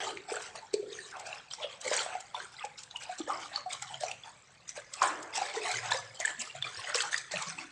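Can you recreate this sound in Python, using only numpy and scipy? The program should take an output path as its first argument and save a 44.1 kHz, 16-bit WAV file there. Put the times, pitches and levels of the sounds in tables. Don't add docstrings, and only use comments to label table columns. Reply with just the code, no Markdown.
import sys
import numpy as np
from scipy import signal
from scipy.fft import rfft, irfft
from scipy.io import wavfile
from scipy.ndimage import uniform_filter1d, map_coordinates

SR = 44100
rng = np.random.default_rng(int(sys.argv[2]) if len(sys.argv) > 2 else 0)


def unload_audio(sound):
    columns = np.transpose(np.atleast_2d(sound))
    steps = np.round(np.clip(columns, -1, 1) * 32767)
    wavfile.write(sys.argv[1], SR, steps.astype(np.int16))


N = 340011
TIME = np.arange(N) / SR
LEAD_IN_S = 0.015


def undb(db):
    return 10 ** (np.asarray(db) / 20)


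def unit(x):
    return x / np.sqrt(np.mean(x ** 2))


def colour(x, points):
    hz, db = np.transpose(points)
    freq = np.maximum(np.fft.rfftfreq(len(x), 1 / SR), 1)
    gain = undb(np.interp(np.log(freq), np.log(hz), db))
    return irfft(rfft(x) * gain, len(x))


def band(x, lo_hz, hi_hz, order=2):
    edges = [lo_hz, min(hi_hz, 0.45 * SR)]
    return signal.sosfilt(signal.butter(order, edges, "band", fs=SR, output="sos"), x)


def add(track, start_s, sound):
    i = int(np.clip(start_s * SR, 0, N - 1))
    track[i:i + len(sound)] += sound[:N - i]


def crackle(per_s, scatter_db):
    sign = rng.choice([-1, 1], N)
    happens = rng.random(N) < per_s / SR
    strength = undb(scatter_db * np.minimum(rng.exponential(size=N), 4))
    return sign * happens * strength


def burst(lead_s, decay_s):
    t = TIME[:SR // 12] - LEAD_IN_S
    return np.exp(np.minimum(t / lead_s, -t / decay_s))


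def bubble(hz, decay_s, swell=0.58, glide=0.0075, choke=0.011):
    age = np.arange(int(6 * decay_s * SR) + 4) / SR / decay_s
    shape = (1 - np.exp(-age / swell)) ** 2 * np.exp(-age - choke * age ** 2)
    flow = shape * np.sin(2 * np.pi * hz * decay_s * age * (1 + glide * age))
    pressure = np.diff(flow, prepend=0)
    return pressure / np.abs(pressure).max()


def hollow(length_s, start_hz, end_hz, width, skew=0.57):
    count = int(length_s * SR)
    u = np.arange(count) / count
    hz = start_hz * (end_hz / start_hz) ** u
    narrow = signal.butter(2, width * start_hz / 2, fs=SR, output="sos")
    noise = rng.standard_normal(SR) + 1j * rng.standard_normal(SR)
    flutter = signal.sosfilt(narrow, noise)[-count:]
    ring = np.real(flutter * np.exp(2j * np.pi * np.cumsum(hz) / SR))
    shape = np.sin(np.pi * u ** skew)
    return unit(ring * shape) * np.sqrt(np.mean(shape ** 2))


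def cavities(x, depth_db):
    per_root_hz, per_s = 0.27, 24
    hz, s, frames = signal.stft(x, SR, nperseg=512)
    place = np.meshgrid(per_root_hz * np.sqrt(hz), per_s * s, indexing="ij")
    field = map_coordinates(rng.standard_normal((48, 256)), place, order=3, mode="mirror")
    return signal.istft(frames * undb(depth_db * field), SR)[1][:N]


# (start t/s, rise t/s, hold t/s, gulping pockets level/dB, splashing bubbles level/dB, fine spray level/dB)
HAND_STROKES = [(0.002, 0.0013, 0.093, -41.5, -41.5, -43), (0.276, 0.033, 0.061, -41.5, -44, -46),
                (0.388, 0.017, 0.068, -55, -49, -51), (0.542, 0.016, 0.008, -46.5, -48.5, -48.5),
                (0.862, 0.084, 0.15, -63.5, -55.5, -51), (1.128, 0.033, 0.057, -49.5, -53, -59.5),
                (1.238, 0.021, 0.13, -54, -49, -52.5), (1.501, 0.011, 0.02, -61, -59, -47.5),
                (1.572, 0.052, 0.0095, -42.5, -46.5, -53.5), (1.678, 0.017, 0.036, -64, -53, -53.5),
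                (1.815, 0.055, 0.087, -48, -41, -41.5), (1.916, 0.0093, 0.096, -40, -38, -37.5),
                (2.052, 0.034, 0.074, -48, -47.5, -64), (2.343, 0.025, 0.081, -49, -49, -52),
                (2.513, 0.0085, 0.071, -69, -59, -55.5), (2.574, 0.044, 0.0082, -66, -44.5, -64),
                (2.772, 0.013, 0.0082, -63, -60.5, -50.5), (2.995, 0.019, 0.018, -57, -50, -50),
                (3.041, 0.075, 0.026, -74, -49.5, -54), (3.174, 0.016, 0.0046, -50.5, -48.5, -44.5),
                (3.26, 0.032, 0.078, -41, -46.5, -51), (3.38, 0.03, 0.052, -56, -48, -49.5),
                (3.498, 0.041, 0.052, -50.5, -47, -57), (3.685, 0.043, 0.0052, -50.5, -42.5, -43),
                (3.815, 0.0055, 0.0029, -52, -43.5, -50), (3.854, 0.021, 0.078, -75, -55, -53.5),
                (4.007, 0.015, 0.073, -49.5, -50, -46.5), (4.237, 0.012, 0.048, -79, -55.5, -58.5),
                (4.668, 0.015, 0.021, -81, -58, -53.5), (4.749, 0.016, 0.012, -53, -46, -49.5),
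                (4.895, 0.14, 0.075, -48.5, -45.5, -48.5), (5.017, 0.0051, 0.036, -41, -37, -40),
                (5.323, 0.041, 0.018, -44.5, -39.5, -39.5), (5.401, 0.017, 0.087, -45, -44, -46.5),
                (5.53, 0.02, 0.033, -41.5, -43.5, -45), (5.603, 0.056, 0.12, -41, -37.5, -40.5),
                (5.811, 0.039, 0.085, -46, -40.5, -47), (5.905, 0.0083, 0.056, -43, -41.5, -40),
                (6.136, 0.016, .008, -58, -67, -51), (6.19, 0.0063, 0.012, -49, -59, -43.5),
                (6.234, 0.058, 0.012, -44.5, -43.5, -45.5), (6.377, 0.045, 0.055, -54.5, -50, -49.5),
                (6.549, 0.0047, 0.011, -58, -48.5, -50), (6.638, 0.016, 0.02, -46.5, -42, -45.5),
                (6.685, 0.1, 0.099, -51.5, -48, -46), (6.858, 0.034, 0.013, -45.5, -37.5, -47),
                (6.94, 0.0072, 0.062, -48.5, -35.5, -39), (7.021, 0.019, 0.034, -44, -42, -47.5),
                (7.107, 0.02, 0.052, -76, -49, -41), (7.31, 0.004, 0.12, -49, -42, -43.5),
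                (7.449, 0.033, 0.016, -54, -42, -43), (7.577, 0.0065, 0.042, -55, -47, -51.5)]
SAG_DB_PER_S = 18.5
RELEASE_DB_PER_S = (313, 261, 316)
SETTLE_DB, SETTLE_DB_PER_S = -15, 42
IDLE_DB = (-69, -66, -68.5)


def strokes():
    t = TIME[::40]
    release = np.array(RELEASE_DB_PER_S)[:, None]
    power = undb(IDLE_DB)[:, None] ** 2
    for start_s, rise_s, hold_s, *db in HAND_STROKES:
        rise = np.clip((t - start_s) / rise_s, 0, 1) ** 0.91
        held = np.clip(t - start_s - rise_s, 0, hold_s)
        after = np.maximum(t - start_s - rise_s - hold_s, 0)
        settle_db = SETTLE_DB - SETTLE_DB_PER_S * after
        fall_db = np.maximum(-release * after, settle_db) - SAG_DB_PER_S * held
        power = power + (rise * undb(np.array(db)[:, None] + fall_db)) ** 2
    return [np.interp(TIME, t, 10 * np.log10(p)) for p in power]


def swarm(level_db, per_s, lo_hz, hi_hz, ring_cycles, scatter_db, wash_db, hollow_db,
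          even_s=0.038, spurt_db=3):
    chance = rng.random((16000, 4))
    spurts = np.interp(TIME, np.arange(1000) / 120, rng.standard_normal(1000))
    wash = unit(band(crackle(2300, 1.34) * undb(spurt_db * spurts), lo_hz, hi_hz, order=3))
    rings = np.zeros(N)
    for when, size, strength, damping in chance[:int(per_s * N / SR)]:
        hz = lo_hz * (hi_hz / lo_hz) ** size
        ring = bubble(hz, ring_cycles * 4 ** damping / hz, swell=0.4, glide=0.004)
        add(rings, when * N / SR, undb(-scatter_db * np.log(0.02 + strength)) * ring)
    out = cavities(unit(rings) + undb(wash_db) * wash, hollow_db)
    window = int(even_s * SR)
    power = uniform_filter1d(uniform_filter1d(out ** 2, window), window // 2)
    return out / np.sqrt(power + 1e-9) * undb(level_db)


# (f/Hz, level/dB)
TUB_AIR_COLUMN = [(180, -14), (290, -17.5), (430, -8.5), (590, -4), (790, 5), (1000, -2), (3000, -54)]


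def churn(smack_db=-11):
    gulp_db, splash_db, spray_db = strokes()
    gulps = swarm(gulp_db, per_s=200, lo_hz=315, hi_hz=972, ring_cycles=1.9,
                  scatter_db=8, wash_db=-3, hollow_db=7.0)
    splash = swarm(splash_db, per_s=550, lo_hz=992, hi_hz=2602, ring_cycles=1.9,
                   scatter_db=6.5, wash_db=-3.5, hollow_db=5.5)
    spray = swarm(spray_db, per_s=1000, lo_hz=2897, hi_hz=9500, ring_cycles=2.87,
                  scatter_db=7, wash_db=-2.0, hollow_db=5.0)
    clicks = unit(cavities(band(crackle(200, 1), 1500, 5300), 5.8))
    smacks = clicks * undb(smack_db + (splash_db + spray_db) / 2)
    small = undb(0.96) * (band(splash, 1190, 9400) + band(spray, 2000, 15000))
    return colour(gulps, TUB_AIR_COLUMN) + small + smacks


# (t/s, f/Hz, peak level/dB, decay t/ms)
RINGING_POCKETS = [(0.1727, 2150, -29, 0.65), (0.3175, 419, -28, 5.2), (0.366, 1413, -29.5, 2),
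                   (0.553, 1120, -40, 1.9), (0.739, 402.5, -19, 4.9), (0.7395, 4400, -27, 1.05),
                   (0.793, 391, -31.5, 11), (0.828, 485, -37.5, 5), (0.919, 409, -38.5, 6.3),
                   (0.929, 3640, -37, 2), (0.988, 1750, -34, 2.7), (1.328, 2670, -30.5, 1.9),
                   (1.511, 4070, -32, 0.46), (1.5355, 5460, -28.5, 1.2), (1.6434, 548, -28, 4),
                   (1.9143, 536, -21.5, 1.94), (1.935, 1550, -18.5, 0.32), (1.966, 8060, -20, 0.65),
                   (1.9918, 3140, -22.5, 0.84), (2.062, 688, -29.5, 1.9), (2.1515, 742, -27.5, 3.3),
                   (2.345, 957, -27.5, 2.6), (2.349, 3470, -32.5, 3.1), (2.401, 1520, -34.5, 2.7),
                   (2.595, 3230, -37, 1), (2.6386, 815, -31, 6.8), (2.6454, 508, -39, 4.5),
                   (2.911, 3780, -33.5, 0.89), (2.959, 2840, -27.5, 2.4), (3.0932, 707, -31, 6.1),
                   (3.201, 309, -30, 6.2), (3.278, 520, -32.5, 3.5), (3.3023, 1210, -27, 3.7),
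                   (3.32, 1132, -29, 4.1), (3.5596, 4295, -23, 1.7), (3.576, 1184, -31.5, 1.8),
                   (3.659, 723, -31.5, 7.2), (3.942, 3050, -30, 1.6), (4.01, 590, -39, 5.9),
                   (4.035, 658, -23.5, 2.8), (4.081, 2390, -35, 3.3), (4.1142, 2620, -27.5, 1.15),
                   (4.235, 3330, -39, 2.5), (4.6918, 5900, -28, 0.97), (4.7757, 550, -34.5, 3.5),
                   (5.0184, 1012, -15, 2.7), (5.418, 774, -23.5, 3.2), (5.5665, 428, -28.5, 8.2),
                   (5.77, 6130, -30.5, 1.8), (5.788, 1770, -27, 0.94), (5.917, 912, -21.5, 2.6),
                   (5.9178, 1688, -23.5, 3.9), (5.922, 3880, -22, 0.6), (5.9439, 522, -31.5, 7.3),
                   (6.2006, 648, -32, 3.3), (6.2494, 1700, -19.5, 3), (6.2781, 1807, -24, 1.6),
                   (6.256, 7550, -22, 0.68), (6.497, 2730, -40.5, 4.8), (6.511, 2860, -36, 0.37),
                   (6.55, 670, -37, 4.1), (6.624, 3405, -22.5, 1.9), (6.6433, 2340, -30, 3.5),
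                   (6.792, 1043, -37, 3.3), (6.946, 5290, -19, 0.69), (6.951, 474, -28.5, 4.7),
                   (7.0048, 3130, -20.5, 0.79), (7.012, 4220, -24.5, 0.88), (7.129, 1674, -25.5, 1.8),
                   (7.13, 3500, -31.5, 1.9), (7.143, 1830, -17, 1.66), (7.3368, 599, -31, 4.5),
                   (7.359, 2600, -26, 0.69), (7.37, 2540, -26, 1.6), (7.586, 2550, -31.5, 2.9)]


def pops(snap_db=-21, snap_s=0.0056, stretch_s=0.0039, tear_db=-16, tear_s=0.00046,
         flutter_db=-24, flutter_s=0.036, width=0.22):
    rings, snaps = np.zeros(N), np.zeros(N)
    snap = undb(snap_db) * burst(stretch_s, snap_s) + undb(tear_db) * burst(tear_s, tear_s)
    for s, hz, db, decay_ms in RINGING_POCKETS:
        add(rings, s, undb(db) * bubble(hz, decay_ms / 1000))
        add(rings, s - flutter_s / 4, undb(db + flutter_db) * hollow(flutter_s, hz, hz, width))
        add(snaps, s + 2 * tear_s - LEAD_IN_S, undb(db) * snap / max(1, decay_ms / 2))
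    wet_crackle = unit(cavities(band(crackle(6000, 0.78), 930, 6500), 5.2))
    return rings + wet_crackle * snaps


PLUNGE_S = 5.017


def plunge(burst_db=-25, burst_s=0.046, tail_db=-40, tail_s=0.22, attack_s=0.0016):
    age = np.maximum(TIME - PLUNGE_S, 0)
    cloud = unit(band(rng.standard_normal(N), 660, 1480, order=3)) * undb(burst_db) * np.exp(-age / burst_s)
    seethe = unit(band(rng.standard_normal(N), 347, 1830, order=4)) * undb(tail_db) * np.exp(-age / tail_s)
    return (cloud + seethe) * (1 - np.exp(-age / attack_s))


# (t/s, level/dB before the click and rip trims)
FILM_SNAPS = [(0.422, -29), (0.7398, -22.5), (1.113, -35.5), (1.198, -29.5), (1.267, -31), (1.814, -26),
              (1.933, -23), (2.206, -29.5), (2.6505, -28), (2.835, -31.5), (2.969, -33.5), (3.036, -29.5),
              (3.731, -20.5), (3.8235, -24.5), (4.0081, -26), (4.114, -29), (4.543, -52), (4.606, -58),
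              (4.696, -29.5), (4.77, -34.5), (4.938, -22), (5.028, -18), (5.229, -29.5), (5.357, -20.5),
              (5.375, -22), (5.715, -21.5), (5.749, -27), (5.915, -22), (6.202, -21.5), (6.4168, -20.5),
              (6.957, -14), (7.021, -18), (7.179, -19.5), (7.3187, -25.5), (7.423, -23)]
TICK_HZ, TICK_DECAY_MS = 6770, 0.15


def ticks(rip_db=-13, lead_s=0.0043, rip_s=0.0041, click_db=-2):
    clicks, rips = np.zeros(N), np.zeros(N)
    for s, db in FILM_SNAPS:
        add(clicks, s, undb(db + click_db) * bubble(TICK_HZ, TICK_DECAY_MS / 1000))
        add(rips, s + lead_s / 2 - LEAD_IN_S, undb(db + rip_db) * burst(lead_s, rip_s))
    tiny_clicks = unit(cavities(band(crackle(7500, 1), 2800, 9900), 3.9))
    return clicks + tiny_clicks * rips


# (t/s, length t/s, start f/Hz, end f/Hz, level/dB at the crest of the swell)
HAND_HOLLOWS = [(0.01, 0.23, 441, 348, -46.5), (0.066, 0.043, 813, 803, -40.5),
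                (0.622, 0.044, 880, 810, -52), (0.856, 0.056, 430, 391, -46),
                (1.114, 0.088, 1700, 850, -46.5), (1.21, 0.19, 751, 573, -50.5),
                (1.62, 0.048, 3290, 3120, -38.5), (1.848, 0.055, 514, 459, -38),
                (2.116, 0.053, 2540, 2380, -47.5), (2.773, 0.043, 5300, 5180, -50),
                (2.781, 0.05, 2850, 3000, -56), (2.939, 0.041, 840, 1013, -49.5),
                (3.041, 0.11, 930, 637, -55), (3.285, 0.09, 1189, 1048, -39),
                (3.528, 0.058, 3940, 4390, -47), (3.897, 0.085, 868, 717, -47),
                (4.049, 0.11, 778, 685, -47.5), (4.241, 0.078, 838, 884, -52),
                (5.069, 0.023, 7370, 7460, -39.5), (5.371, 0.081, 775, 801, -37),
                (5.537, 0.18, 446.3, 418, -46.5), (6.202, 0.05, 2063, 1900, -39),
                (6.392, 0.031, 7060, 7600, -39), (6.395, 0.057, 2924, 2480, -43.5),
                (7.393, 0.06, 1153, 1053, -43.5)]


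def squelches(width=0.22):
    out = np.zeros(N)
    for s, length_s, start_hz, end_hz, db in HAND_HOLLOWS:
        add(out, s, undb(db) * hollow(length_s, start_hz, end_hz, width))
    return out


# (t/s, length t/s, f/Hz, level/dB at the crest of the swell)
WALL_BOOMS = [(3.213, 0.12, 320, -55), (3.72, 0.58, 127, -62.5), (5.044, 0.26, 324, -52.5),
              (5.701, 0.49, 120.2, -54.5), (6.365, 0.13, 225, -58.5), (6.545, 0.19, 125, -55),
              (6.768, 0.054, 105, -55), (7.333, 0.096, 160, -50), (7.45, 0.18, 166, -54.5),
              (7.545, 0.2, 301, -56.5)]


def tub(width=0.22, slosh_db=-75):
    out = unit(cavities(band(rng.standard_normal(N), 85, 179), 7.7)) * undb(slosh_db)
    for s, length_s, hz, db in WALL_BOOMS:
        add(out, s, undb(db) * hollow(length_s, hz, hz, width))
    return out


# (f/Hz, reverberation time t/s, level/dB against the direct sound)
ROOM_RING = [(150, 1, -1), (363, 0.98, -11), (680, 0.092, -3.5), (1530, 0.63, -10), (3300, 0.33, -10),
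             (7600, 0.49, -13.5)]


def room(x, gap_s=0.0064, build_s=0.00053):
    late = np.maximum(TIME[:SR] - gap_s, 0)
    hz, t60, db = np.transpose(ROOM_RING)
    edges = np.geomspace(100, 12800, 15)
    response = np.zeros(SR)
    for lo, hi in zip(edges, edges[1:]):
        centre = np.log(lo * hi) / 2
        fade = np.exp(-np.log(1000) * late / np.interp(centre, np.log(hz), t60))
        tail = band(rng.standard_normal(SR), lo, hi, order=3) * fade * (1 - np.exp(-late / build_s))
        match = np.sqrt(2 * (hi - lo) / SR / np.sum(tail ** 2))
        response += tail * match * undb(np.interp(centre, np.log(hz), db))
    return signal.fftconvolve(x, response)[:N]


# (f/Hz, relative level/dB per Hz)
AIR_COLOUR = [(25, -19), (45, -4), (80, -0.5), (130, 6), (200, -1), (400, -10), (1000, -4.5), (8000, -23.5)]
AIR_DB = -67


def still_air():
    return unit(colour(rng.standard_normal(N), AIR_COLOUR)) * undb(AIR_DB)


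def scene():
    water = churn() + pops() + plunge() + ticks() + squelches()
    return (water + room(water) + tub() + still_air())[None]


# (f/Hz, level/dB)
MIC_TREBLE = [(6000, 0.5), (8100, 3.5), (8900, -7), (9800, -14), (11300, -21), (12300, -24), (13700, -24),
              (15000, -58)]
TOP_HZ = 15400


def record(dry):
    dull = colour(dry[0], MIC_TREBLE)
    return signal.sosfilt(signal.ellip(8, 0.2, 70, TOP_HZ, fs=SR, output="sos"), dull)[None]


dry = scene()
out = record(dry)
unload_audio(out)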